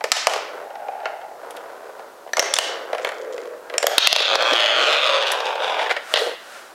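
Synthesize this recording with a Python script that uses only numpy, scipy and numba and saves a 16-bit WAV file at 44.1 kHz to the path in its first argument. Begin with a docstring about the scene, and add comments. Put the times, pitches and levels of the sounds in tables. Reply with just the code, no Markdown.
"""In a bare room a glass marble runs down a wooden marble run and out onto a laminate floor.
Grain-shaken resonances make the rumble of the curved rails; short bursts of filtered noise make the knocks on
their sides, the drops through hollow blocks and the floor bounces. Trains of tiny hops, with moving echoes off
a cardboard box and the plank's edge, make the floor roll; then a hand snatches the marble up.
A mono camera ducks and clips on the hard hits, so the room's ring swells back after each."""
import sys
import numpy as np
from scipy import signal
from scipy.fft import rfft, irfft, next_fast_len
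from scipy.io import wavfile
from scipy.ndimage import map_coordinates
from numba import njit

SR = 44100
rng = np.random.default_rng(int(sys.argv[2]) if len(sys.argv) > 2 else 0)


def to_wav(s):
    """Save 16-bit WAV."""
    ch = np.atleast_2d(s).T  # columns
    pcm = np.round(np.clip(ch, -1, 1) * 32767)  # PCM
    wavfile.write(sys.argv[1], SR, pcm.astype(np.int16))


N = 297231  # samples

# Spectrum of the room's quiet air. Each row: frequency in Hz, relative density in dB per Hz.
AIR = [(25, -5), (100, -5.5), (230, 0), (550, 3.5), (1000, 4), (2000, -13.5), (4000, -12.5), (10000, -18),
       (16000, -17)]
# Reverberation of the bare walls. Each row: frequency in Hz, 60 dB decay time in seconds.
ROOM_DECAY = [(200, 0.46), (800, 0.51), (2000, 0.67), (5500, 0.5), (9000, 0.29), (15000, 0.28)]
# Spectrum of rubbed cloth. Each row: frequency in Hz, relative density in dB per Hz.
CLOTH = [(300, -22.5), (600, 7), (950, -4), (1400, 7.5), (2100, -3.5), (4300, -8.5), (9000, -14),
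         (15000, -24)]
# Strokes of the reaching arm's sleeve. Each row: start in seconds, loudest moment in seconds, end in seconds,
# level at the loudest moment in dB, fade to either side in dB a second.
SLEEVE_STROKES = [(5.96, 6.191, 6.35, -23, 131), (6.332, 6.548, 6.78, -37.5, 55)]
# Scuff of the marble under the fingers. One row, with the columns of the sleeve strokes.
SCUFF = (6.18, 6.22, 6.335, -22, 45)

# Landing rate of the skipping marble. Each row: time in seconds, rate in hops a second,
# scatter as a share of one hop.
HOPS = [(4.2, 85, .3), (4.42, 110, .25), (4.5, 120, .04), (4.68, 108, .04), (4.76, 125, .2),
        (4.93, 148, .12), (5.15, 140, .25), (5.45, 46, .15), (5.95, 37, .1)]
# Surges and lulls of the rolling marble. Each row: time in seconds, level of the rumble in dB,
# level of the grit in dB.
ROLL_LEVELS = [(4.15, -23, -14), (4.25, -26.5, -25), (4.345, -11, -16.5), (4.368, -20, -28),
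               (4.405, -17, -21.5), (4.66, -10, -11), (4.745, -18.5, -24), (4.8, -13, -16),
               (4.945, -16.5, -21.5), (5.01, -23, -28.5), (5.06, -19, -21.5), (5.175, -20.5, -25.5),
               (5.2, -30.5, -37), (5.225, -22.5, -25.5), (5.25, -26, -39), (5.28, -25, -25),
               (5.35, -26.5, -33.5), (5.44, -31, -39.5), (5.47, -24.5, -30), (5.57, -30, -45.5),
               (5.64, -23, -29), (5.77, -26.5, -36.5), (5.81, -24, -29.5), (5.891, -30.5, -42),
               (5.93, -44, -29)]
# Spectra of the fast and the slow roll. Each row: frequency in Hz, relative density in dB per Hz.
FLOOR_FAST = [(59, -69), (100, -33), (236, -34), (274, -27.5), (462, -13), (558, -2.5), (849, -7),
              (1530, -8), (2200, -13.5), (2470, -5.5), (2920, -8), (3400, -3), (5150, -22), (6350, -23.5),
              (8000, -32), (15000, -47.5)]
FLOOR_SLOW = [(88, -48), (150, -44), (280, -35), (485, -5.5), (726, -6.5), (830, -5.5), (1380, -17),
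              (1600, -15), (1820, -22), (2530, -12), (3350, -9), (3800, -11.5), (4100, -23), (5260, -20),
              (6320, -29), (12000, -43.5), (15600, -68), (22000, -120)]
# Resonances of the floor boards. Each row: frequency in Hz, width in Hz, relative level in dB.
BOARDS = [(584, 68, 3.5), (1228, 43, -5), (1544, 84, -6.5), (2470, 110, -1), (2640, 70, -2), (3230, 110, 3),
          (3336, 66, -2), (3430, 56, -7)]
# Echoes off the box. Each row: delay in ms at ECHO_FROM_S, growth in ms a second, strength from 0 to 1.
BOX_ECHOES = [(.57, .42, .16), (.8, .55, .2)]

# Spectrum of the snap of a bent plank. Each row: frequency in Hz, relative density in dB per Hz.
FLEX = [(200, -54), (500, -30), (1500, -23), (2500, -3), (3600, 7.5), (4600, -1), (6300, -8), (8000, -27),
        (15000, -29)]
# Resonances of the struck plank. Each row: frequency in Hz, width in Hz, relative level in dB.
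PLANK = [(1110, 910, -3), (1970, 210, 2.5), (2680, 250, 0), (3730, 1550, 4.5), (4330, 780, 7.5),
         (4940, 920, 0)]
# Later bounces and blows of the marble on the floor. Each row: time in seconds, blow in dB,
# thud in dB re the blow.
FLOOR_BLOWS = [(4.184, -5, -12), (4.2034, -5, -2.5), (4.222, -10.5, -7), (4.344, -11, 3.5), (4.355, 2, 0.5),
               (4.423, -10, 5), (4.533, -4, 2), (4.6015, -5, -10), (4.661, -5, -16), (4.928, -13, -15),
               (5.043, -17, -5), (5.065, -17, -4), (5.224, -23, 4), (5.2682, -17, -13), (5.403, -20, 2.5),
               (5.455, -20, 3), (5.555, -23.5, 8)]
# Judder of the slow marble. Each row: time in seconds, level in dB.
JUDDERS = [(5.7952, -10.5), (5.8276, -11), (5.862, -11), (5.8944, -11), (5.903, -7), (5.91, -2.5),
           (5.9647, -7.5)]
# Fingers press the marble down. Each row: time in seconds, blow in dB, thud in dB re the blow.
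GRAB = [(6.139, 4, -3.5), (6.159, 1.5, -8), (6.1718, -1, -3), (6.192, -9, -8), (6.322, -43, -5)]
# Small bright ticks. Each row: time in seconds, level in dB.
TICK_TIMES = [(1.507, -29.5), (1.566, -32.5), (5.318, -13.5)]
# Spectrum of a tick. Each row: frequency in Hz, relative density in dB per Hz.
TICK = [(300, -42), (2000, 5), (5000, -2.5), (8000, -2), (10500, 1), (13000, -6), (16000, -14.5)]

# Hollow tones of three rails. Each row: frequency in Hz, width in Hz, relative level in dB.
UPPER_RAIL = [(450, 110, -17), (630, 80, -1), (780, 100, 1.5), (870, 80, -1), (1450, 300, -16),
              (2600, 1200, -33)]
MIDDLE_RAIL = [(490, 138, 2.5), (659, 130, 2), (870, 370, -4), (1470, 430, -7.5), (2450, 15000, -25.5)]
LOWER_RAIL = [(469, 55, 5), (595, 114, -4), (930, 970, -18), (1650, 780, -21), (3000, 5000, -38)]
# Stretches of rail. Each row: start in seconds, reference moment in seconds, end in seconds, level at the
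# reference moment in dB, fade to either side of it in dB a second (negative grows), resonances of the rail.
STRETCHES = [(.29, 0.35, 0.66, -34.5, 5, MIDDLE_RAIL), (0.63, 1.014, 1.36, -32, 17, UPPER_RAIL),
             (1.303, 1.66, 2.28, -37.5, 14, MIDDLE_RAIL), (2.362, 2.424, 2.72, -27.5, 75, MIDDLE_RAIL),
             (2.576, 2.984, 3.17, -33, -1, MIDDLE_RAIL), (3.174, 3.356, 3.57, -30.5, 11, LOWER_RAIL),
             (3.57, 3.6, 4.06, -42.5, -2, MIDDLE_RAIL), (3.732, 3.76, 3.78, -29, 35, LOWER_RAIL)]
# Fine ticking of the glass close to the microphone. One row: start in seconds, reference moment in seconds,
# end in seconds, level at the reference moment in dB, fade away from it in dB a second.
NEAR_PASS = (3, 4.5, 3.5, -50.5, 1)
# Resonances of that near glass. Each row: frequency in Hz, width in Hz, relative level in dB.
NEAR_GLASS = [(3160, 260, 3), (4020, 500, -4), (5170, 1200, -3), (7300, 810, -4), (9550, 630, -15)]
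# Knocks against the rails. Each row: time in seconds, blow in dB, thud in dB re the blow.
KNOCKS = [(.008, -17, -0.5), (.704, -25.5, 4), (.755, -22.5, -2.5), (.884, -21, 7), (0.921, -30, 6),
          (.985, -45, 2), (1.003, -26, -6), (1.0315, -30, 5), (1.047, -26, 2), (1.056, -5.5, -8),
          (1.073, -21, -7), (1.215, -25, 3), (1.57, -25, -7), (1.892, -46.5, 21.5), (1.9945, -35, 10.5),
          (2.2642, -45, 21), (2.275, -35, 8), (2.291, -36, 10), (2.9305, -17, 7.5), (2.949, -20.5, 6),
          (2.982, -20, -1), (2.996, -27, 9), (3.014, -31, 3), (3.0472, -9.5, -4), (3.071, -17.5, 1.5),
          (3.09, -17, -9), (3.119, -22, -2), (3.379, -26.5, 0), (3.456, -31, -3), (3.699, -23, -1),
          (3.739, -18.5, -0.5), (3.754, -32, 8)]

# Drops inside the blocks. Each row: time in seconds, blow in dB, hardness in dB,
# list of rings, each a frequency in Hz and a level in dB re the blow.
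DROPS = [(0.0402, -11.5, -7, [(1760, -4)]), (.054, -30, -13, [(610, 7)]), (.118, 0.5, 1.5, [(3800, -4),
         (7450, -1)]), (0.1219, 1, 6, [(3500, -22), (5300, -6)]), (.167, -14, -4.5, [(3000, -1)]),
         (.27, 3.5, -7, [(720, -4.5)]), (.296, -16, -1, [(2950, 1)]), (.336, -13, -6.5, [(1170, 1)]),
         (.361, -21.5, -15, []), (0.377, -29, 2, []), (2.3333, -18, -1.5, [(1740, 8.5), (5900, 0),
         (12200, -15)]), (2.369, -11.5, -4, [(2150, -2), (5900, -5)]), (2.381, -23.5, -18, [(5900, -7)]),
         (2.3944, -1.5, -4, [(5800, 3.5), (6300, -12)]), (2.3995, -3.5, -5.5, [(5950, 3), (6350, 1)]),
         (2.4245, -10, -7, [(5970, -7)]), (2.459, -23, -8, [(600, -2)]), (2.5384, -5.5, 5, [(3500, 2.5),
         (5850, 2), (7350, 1), (9600, -5)]), (2.556, -16, 2, [(6100, 6)]), (2.565, -11, 1, [(3700, 2),
         (5200, -1)]), (2.587, 2, -1, [(2900, -2.5), (4650, -10.5)]), (3.781, -5.5, -4.5, [(5650, 1.5),
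         (7200, 4), (8750, -6)]), (3.801, -22, -10, [(5650, -2)]), (3.828, -8.5, -5, [(7250, -9),
         (8750, -21)]), (3.841, -18.5, -20, [(583, 0)]), (3.868, 2.5, -6, [(3400, -3), (6800, -6),
         (11900, -7)]), (3.88, -15, -16.5, [(810, -4)]), (3.916, -18.5, -15.5, [(534, 2)])]
# Resonances of the wood, and of the hollow under it.
# Each row: frequency in Hz, width in Hz, relative level in dB.
WOOD = [(900, 3900, 6), (1422, 240, 13.5), (1610, 310, 11), (2020, 730, 9.5), (3060, 450, 5.5),
        (4040, 77, -10), (4520, 2600, 2.5)]
HOLLOW = [(452, 87, -5), (614, 185, 3), (726, 690, -7.5)]
# Spectrum of the glass click. Each row: frequency in Hz, relative density in dB per Hz.
GLASS = [(1500, -42.5), (3500, 4.5), (5500, -1), (7300, 0), (9000, -11), (13000, -22), (16000, -40)]

BLOW = 2048  # samples in one blow
EDGE_S = 0.07  # a stretch or stroke starts and stops within this time
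SETTLE_S, SETTLING_S = 5.136, 0.32  # the marble stops skipping: when, over how long
SPOT_S = 0.16  # the marble reaches a spot with a new answer after this time
RATTLE_S = 0.002  # time constant of the plank's answer to a hop
ECHO_FROM_S = 4.6  # the echo delays hold at this time
EDGE_ECHO_MS, EDGE_ECHO_MS_PER_S, EDGE_ECHO_SHARE = 1.14, 0.46, 0.2  # delay at 1 kHz, growth, strength
BOX_ECHO_ABOVE_HZ = 4500
LANDING_S, FIRST_FLIGHT_S, FLIGHT_SHRINK = 3.981, 0.091, 0.614  # each flight over the one before
LANDING_DB, BOUNCE_LOSS_DB = 19, 4.5
JUDDER_THUD_DB = -6.5  # re the judder
GRAB_TOP_HZ = 3530  # the fingers damp its treble
SWAY_DB, SWAYS_PER_S = 1.4, 18  # the marble presses unevenly on the rails
RAIL_TICK_DB = -19.5  # specks in the wood, re the rumble
UPPER_RAIL_END_S = 1.25
KNOCK_TOP_HZ = 2480  # a glancing contact lasts longer and has less treble
THUD_DB, CLICK_DB = -6, -3.5  # re the blow, at hardness 0
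THUD_PER_HARDNESS = -1.09  # a harder contact clicks more and thuds less
RING_WIDTH, RING_T60_S = 0.1, 0.013  # width as a share of the pitch, decay of the excitation
TOP_HZ = 15900  # band limit of the camera


def amp(db):
    """Level law: decibels to amplitude gain."""
    return 10 ** (np.asarray(db) / 20)


def unit(x):
    """Normalization to an rms value of 1."""
    return x / np.sqrt(np.mean(x ** 2) + 1e-20)


def along(points, hz):
    """Interpolation of (Hz, value) points on a logarithmic frequency axis."""
    f, v = np.transpose(points)
    return np.interp(np.log(hz + 1), np.log(f + 1), v)


def filtered(x, response):
    """Linear filtering: the spectrum is multiplied by a complex response of frequency."""
    m = 2 * next_fast_len(len(x) // 2 + BLOW)
    hz = np.fft.rfftfreq(m, 1 / SR)
    return irfft(rfft(x, m) * response(hz), m)[:len(x)]


def colour(points):
    """Minimum phase: folding the cepstrum gives the causal response with a given spectrum."""
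    def response(hz):
        cepstrum = irfft(np.log(amp(along(points, hz)) + 1e-6))
        half = len(cepstrum) // 2
        cepstrum[1:half] *= 2
        cepstrum[half + 1:] = 0
        return np.exp(rfft(cepstrum))
    return response


def body(modes):
    """Modal superposition: damped resonances that radiate little below and above themselves."""
    def band(hz, centre, width):
        return 1j * hz * width / (centre * centre - hz * hz + 1j * hz * width)

    def response(hz):
        total = 0
        for k, (centre, width, db) in enumerate(modes):
            resonance = band(hz, centre, width) * band(hz, centre, centre)
            total = total + (-1) ** k * amp(db) * resonance
        return total
    return response


def soften(x, top_hz):
    """Contact time: a soft contact acts as a second-order low-pass, so treble falls away above top_hz."""
    return filtered(x, lambda hz: 1 / (1 + 1.2j * hz / top_hz - (hz / top_hz) ** 2))


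def diffuse(x):
    """Directional averaging: summed over all directions, a spectrum's peaks and dips even out."""
    spectrum = rfft(x)
    k = np.arange(len(spectrum))
    lo = (k / 1.2).astype(int)
    hi = np.minimum((k * 1.2).astype(int) + 1, len(k))
    energy = np.append(0, np.cumsum(abs(spectrum) ** 2))
    smooth = np.sqrt(abs(energy[hi] - energy[lo]) / (hi - lo))
    return irfft(smooth * np.exp(1j * np.angle(spectrum)))


def add(track, s, sound):
    """Superposition: a sound is mixed in at time s."""
    start = max(round(s * SR), 0)
    track[start:start + len(sound)] += sound[:N - start]


def swell(start, reference, end, db, fade_db_per_s):
    """Exponential gain: the level changes evenly in dB to either side of a reference moment."""
    t = np.arange(N) / SR
    gate = np.clip(np.minimum(t - start, end - t) / EDGE_S + 0.5, 0, 1)
    return gate * amp(db - fade_db_per_s * abs(t - reference))


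def burst(response, t60):
    """Transient excitation: decaying noise drives a response, with the energy of 1 ms at full scale."""
    t = np.arange(BLOW) / SR
    shake = filtered(rng.standard_normal(BLOW) * amp(-60 * t / t60), response)
    return unit(shake) * np.sqrt(SR / 1000 / BLOW)


def blow(modes, thud_db, click_db, t60):
    """Impact: contact cracks, surface clacks and shivers on, the hollow under it thuds, glass clicks."""
    crack = amp(-8.5) * burst(body([(2480, 1900, 0)]), t60=0.0021)
    clack = amp(-1.5) * burst(body(modes), t60)
    shiver = amp(-5.0) * burst(body(modes), t60=0.044)
    thud = amp(thud_db) * burst(body(HOLLOW), t60=0.014)
    click = amp(click_db) * burst(colour(GLASS), t60=0.014)
    return crack + clack + shiver + thud + click


def bumps(rate, spread_db):
    """Shot noise: a rolling ball meets random tiny impacts, rate a second, of uneven size."""
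    hit = rng.random(N) < rate / SR
    size = amp(spread_db * np.clip(rng.standard_normal(N), -2, 2))
    return unit(hit * size)


def quiet_air():
    """Background noise: stationary random pressure with a fixed spectrum."""
    return amp(-47.0) * unit(filtered(rng.standard_normal(N), colour(AIR)))


def room(x):
    """Reverberation: bare walls ring on with decaying noise; the echo pattern changes as the marble moves."""
    out = np.zeros(N)
    step = SR // 3
    for start in range(0, N, step):
        hz, t, z = signal.stft(rng.standard_normal(2 * step), SR, nperseg=256)
        build_up = 1 - np.exp(-t / 0.0006)
        decay = amp(-60 * t / along(ROOM_DECAY, hz)[:, None])
        tail = signal.istft(z * build_up * decay, SR, nperseg=256)[1]
        tail = tail / np.linalg.norm(tail)
        add(out, start / SR, signal.fftconvolve(x[start:start + step], tail))
    return out


def hand():
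    """Friction noise: a sleeve rustles and the fingers drag the marble off the floor."""
    rustle = unit(filtered(rng.standard_normal(N), colour(CLOTH)))
    sleeve = sum(swell(*stroke) for stroke in SLEEVE_STROKES) * rustle
    drag = [(463, 49, 12.5), (696, 260, 0.5), (1330, 250, -11), (3040, 2800, -14.5)]  # (Hz, width Hz, dB)
    scuff = swell(*SCUFF) * unit(filtered(bumps(rate=540, spread_db=-6.0), body(drag)))
    return sleeve + scuff


def hops(spread_db):
    """Jittered pulse train: the skipping marble lands now regularly, now scattered, with uneven force."""
    s, rate, scatter = np.transpose(HOPS)
    t = np.arange(N) / SR
    phase = np.cumsum(np.interp(t, s, rate)) / SR
    shift, force = rng.standard_normal((1200, 2)).T
    count = np.arange(len(shift))
    due = np.interp(count, phase, t)
    when = np.interp(count + np.interp(due, s, scatter) * shift, phase, t)
    size = amp(spread_db * force) / np.sqrt(np.interp(when, s, rate)) * (when < t[-1])
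    return unit(np.bincount((when * SR).astype(int), size, N)[:N])


def plank_rattle(landings):
    """Local impulse response: hops on one spot draw the same short answer, which changes along the plank."""
    out, step = np.zeros(N), int(SPOT_S * SR)
    decay = np.exp(-np.arange(BLOW // 4) / (RATTLE_S * SR))
    for start in range(0, N - 2 * step, step):
        here = landings[start:start + 2 * step] * np.sqrt(np.hanning(2 * step))
        answer = diffuse(decay * rng.standard_normal(len(decay)))
        add(out, start / SR, signal.fftconvolve(here, unit(answer)))
    return unit(out)


def roll_echoes(x):
    """Comb interference: echoes off plank edge and box lag more and more, so bright bands slide downwards."""
    hz, t, z = signal.stft(x, SR, nperseg=512, noverlap=384)
    hz, rolled_s = hz[:, None], t - ECHO_FROM_S
    # in the plank the bass travels more slowly than the treble
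    edge_ms = EDGE_ECHO_MS + EDGE_ECHO_MS_PER_S * rolled_s
    gain = 1 + EDGE_ECHO_SHARE * np.exp(-4j * np.pi * edge_ms * np.sqrt(hz / 1000))
    treble = 1 - 1 / (1 + (hz / BOX_ECHO_ABOVE_HZ) ** 4)
    for ms, ms_per_s, share in BOX_ECHOES:
        delay_s = (ms + ms_per_s * rolled_s) / 1000
        gain = gain + share * treble * np.exp(-2j * np.pi * hz * delay_s)
    return signal.istft(z * gain, SR, nperseg=512, noverlap=384)[1][:N]


def floor_roll():
    """Rolling contact: hops excite embossed laminate; slowing, they settle, grit fades, tone turns hollow."""
    t = np.arange(N) / SR
    slowness = np.clip((t - SETTLE_S) / SETTLING_S, 0, 1)
    landings = hops(spread_db=1.2)
    # bending waves carry treble faster than bass, which spreads each tap
    skips = filtered(landings, lambda hz: np.exp(-1j * np.sqrt(hz / 2)))
    rattle = plank_rattle(landings)
    grain = bumps(rate=2000, spread_db=2)
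    taps = amp(-3) * skips + rattle + amp(-8) * grain
    settled = amp(-4) * rattle + grain

    boards = unit(filtered(hops(spread_db=1), body(BOARDS)))
    fast = unit(filtered(taps, colour(FLOOR_FAST))) + amp(-7) * boards
    # a thin ring comes through once the grit has faded
    thin_ring = unit(filtered(settled, body([(5500, 140, 0)])))
    slow = unit(filtered(settled, colour(FLOOR_SLOW))) + amp(-19) * thin_ring
    sound = roll_echoes(np.sqrt(1 - slowness) * unit(fast) + np.sqrt(slowness) * unit(slow))

    rumble = filtered(sound, lambda hz: 1 / (1 + (hz / 2300) ** 8))
    grit = sound - rumble
    s, rumble_db, grit_db = np.transpose(ROLL_LEVELS)
    rumble_gain = amp(np.interp(t, s, rumble_db, left=-120, right=-120))
    grit_gain = amp(np.interp(t, s, grit_db, left=-120, right=-120))
    return rumble_gain * unit(rumble) + grit_gain * unit(grit)


def flex():
    """Bending-wave dispersion: a hard landing bends the plank in one smooth snap whose treble arrives first."""
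    push = np.zeros(BLOW)
    push[0] = 1
    snap = filtered(push, lambda hz: colour(FLEX)(hz) * np.exp(-1j * np.sqrt(hz / 0.8)))
    return unit(snap) * np.sqrt(SR / 1000 / BLOW)


def bounces(out):
    """Restitution: flight times shrink by a constant ratio and each landing is weaker than the last."""
    for k in range(4):
        s = LANDING_S + FIRST_FLIGHT_S * (1 - FLIGHT_SHRINK ** k) / (1 - FLIGHT_SHRINK)
        strike = blow(PLANK, thud_db=-12.5 + 4.9 * k, click_db=-19, t60=0.041)
        add(out, s, amp(LANDING_DB - BOUNCE_LOSS_DB * k) * (flex() + amp(-4.5) * strike))


def judder(out):
    """Repeated impact: the slow marble judders, each contact a buzz over a hollow thud."""
    buzz_modes = [(1770, 530, 10.5), (3270, 6500, -11.5)]  # (Hz, width Hz, dB)
    for s, db in JUDDERS:
        buzz = amp(-3.5) * burst(body(buzz_modes), t60=0.062)
        thud = amp(JUDDER_THUD_DB) * burst(body(HOLLOW), t60=0.066)
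        add(out, s, amp(db) * (buzz + thud))


def impacts():
    """Impact excitation: first and later bounces and blows, a judder, the damped grab and bright ticks."""
    out = np.zeros(N)
    bounces(out)
    for s, db, thud_db in FLOOR_BLOWS:
        add(out, s, amp(db) * blow(PLANK, thud_db, click_db=-40, t60=0.026))
    # one low, hollow knock
    add(out, 4.515, amp(-12) * burst(body([(285, 40, 0)]), t60=0.08))
    judder(out)
    for s, db, thud_db in GRAB:
        press = blow(PLANK, thud_db, click_db=-6, t60=0.11)
        add(out, s, amp(db) * soften(press, GRAB_TOP_HZ))
    for s, db in TICK_TIMES:
        add(out, s, amp(db) * burst(colour(TICK), t60=0.033))
    return out


def rails():
    """Roughness excitation: grain shakes each rail's hollow tones; the marble sways and ticks over specks."""
    grain = bumps(rate=700, spread_db=2)
    speck_modes = [(1450, 400, 0), (2000, 450, -2)]  # (Hz, width Hz, dB)
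    specks = unit(filtered(bumps(rate=110, spread_db=2), body(speck_modes)))
    knots = np.arange(N) * SWAYS_PER_S / SR
    sway = amp(SWAY_DB * map_coordinates(rng.standard_normal(int(knots[-1]) + 2), [knots]))
    rumble = np.zeros(N)
    for *stretch, rail in STRETCHES:
        tone = unit(filtered(grain, body(rail)))
        rumble += swell(*stretch) * (tone + amp(RAIL_TICK_DB) * specks)
    fizz = swell(*NEAR_PASS) * unit(filtered(bumps(rate=70, spread_db=3), body(NEAR_GLASS)))
    return sway * (rumble + fizz)


def knocks():
    """Glancing impact: the marble sways against the sides of the curved rails in long, soft contacts."""
    out = np.zeros(N)
    for s, db, thud_db in KNOCKS:
        sound = soften(blow(WOOD, thud_db, click_db=-2.5, t60=0.039), KNOCK_TOP_HZ)
        if s < UPPER_RAIL_END_S:
            # on the far upper rail the clack is muted and the rail's own hollow tone is added
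            sound = amp(-8) * sound + amp(thud_db - 0.5) * burst(body(UPPER_RAIL), t60=0.05)
        else:
            # the less a knock thuds, the more it ticks
            sound = sound + amp(-19 - 0.12 * thud_db) * burst(colour(TICK), t60=0.013)
        add(out, s, amp(db) * sound)
    return out


def blocks():
    """Modal excitation: each spot struck in the hollow blocks rings its own way; gives blows, spill, rings."""
    blows, spill, rings = np.zeros((3, N))
    for s, db, hardness_db, tones in DROPS:
        thud_db = THUD_DB + THUD_PER_HARDNESS * hardness_db
        click_db = CLICK_DB + hardness_db
        sound = amp(db) * blow(WOOD, thud_db, click_db, t60=0.025)
        add(blows, s, sound)
        add(spill, s, diffuse(sound))  # what the walls receive
        for ring_hz, ring_db in tones:
            ring = body([(ring_hz, ring_hz * RING_WIDTH, 0)])
            add(rings, s, amp(db + ring_db) * burst(lambda hz: ring(hz) ** 2, RING_T60_S))
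    return blows, spill, rings


def scene():
    """Direct and reverberant fields: sources over quiet air feed the walls, except the close, dry hand."""
    air = quiet_air()
    close_hand = hand()
    rolling = floor_roll()
    struck = impacts()
    track = rails() + knocks()
    drops, spill, rings = blocks()
    to_walls = amp(-9.0) * spill + amp(-13.0) * rings + amp(-12.0) * struck
    to_walls += amp(-10.0) * track + amp(-7.0) * rolling
    direct = drops + rings + struck + track + rolling + close_hand
    return np.tile(direct + room(to_walls) + air, (2, 1))


@njit
def ducking(x, threshold, attack, release, hold):
    """Feedback compression: gain in dB dives while the output peaks over the threshold, then creeps back."""
    gain_db, peak, cut = np.zeros(len(x)), 0., 0.
    for i in range(len(x)):
        peak = max(abs(x[i]), peak * (1 - hold))
        if peak * 10 ** (-cut / 20) > threshold:
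            cut += attack
        else:
            cut *= 1 - release
        gain_db[i] = -cut
    return gain_db


def record(dry):
    """Nonlinear transduction: fast gain control, soft clipping, then the camera's thin bass and band limit."""
    attack_db_per_s, release_s, hold_s = 4500, 0.04, 0.003
    attack, release, hold = attack_db_per_s / SR, 1 / (release_s * SR), 1 / (hold_s * SR)
    mono = dry[0] * amp(ducking(dry[0], amp(-7.5), attack, release, hold))
    clipped = mono / (1 + (mono / 0.7) ** 6) ** (1 / 6)
    tone = [(100, -12), (200, -8), (320, 0), (12000, 0), (16000, -5)]  # (Hz, dB)
    return np.tile(filtered(clipped, lambda hz: amp(along(tone, hz)) * (hz < TOP_HZ)), (2, 1))


dry = scene()
out = record(dry)
to_wav(out)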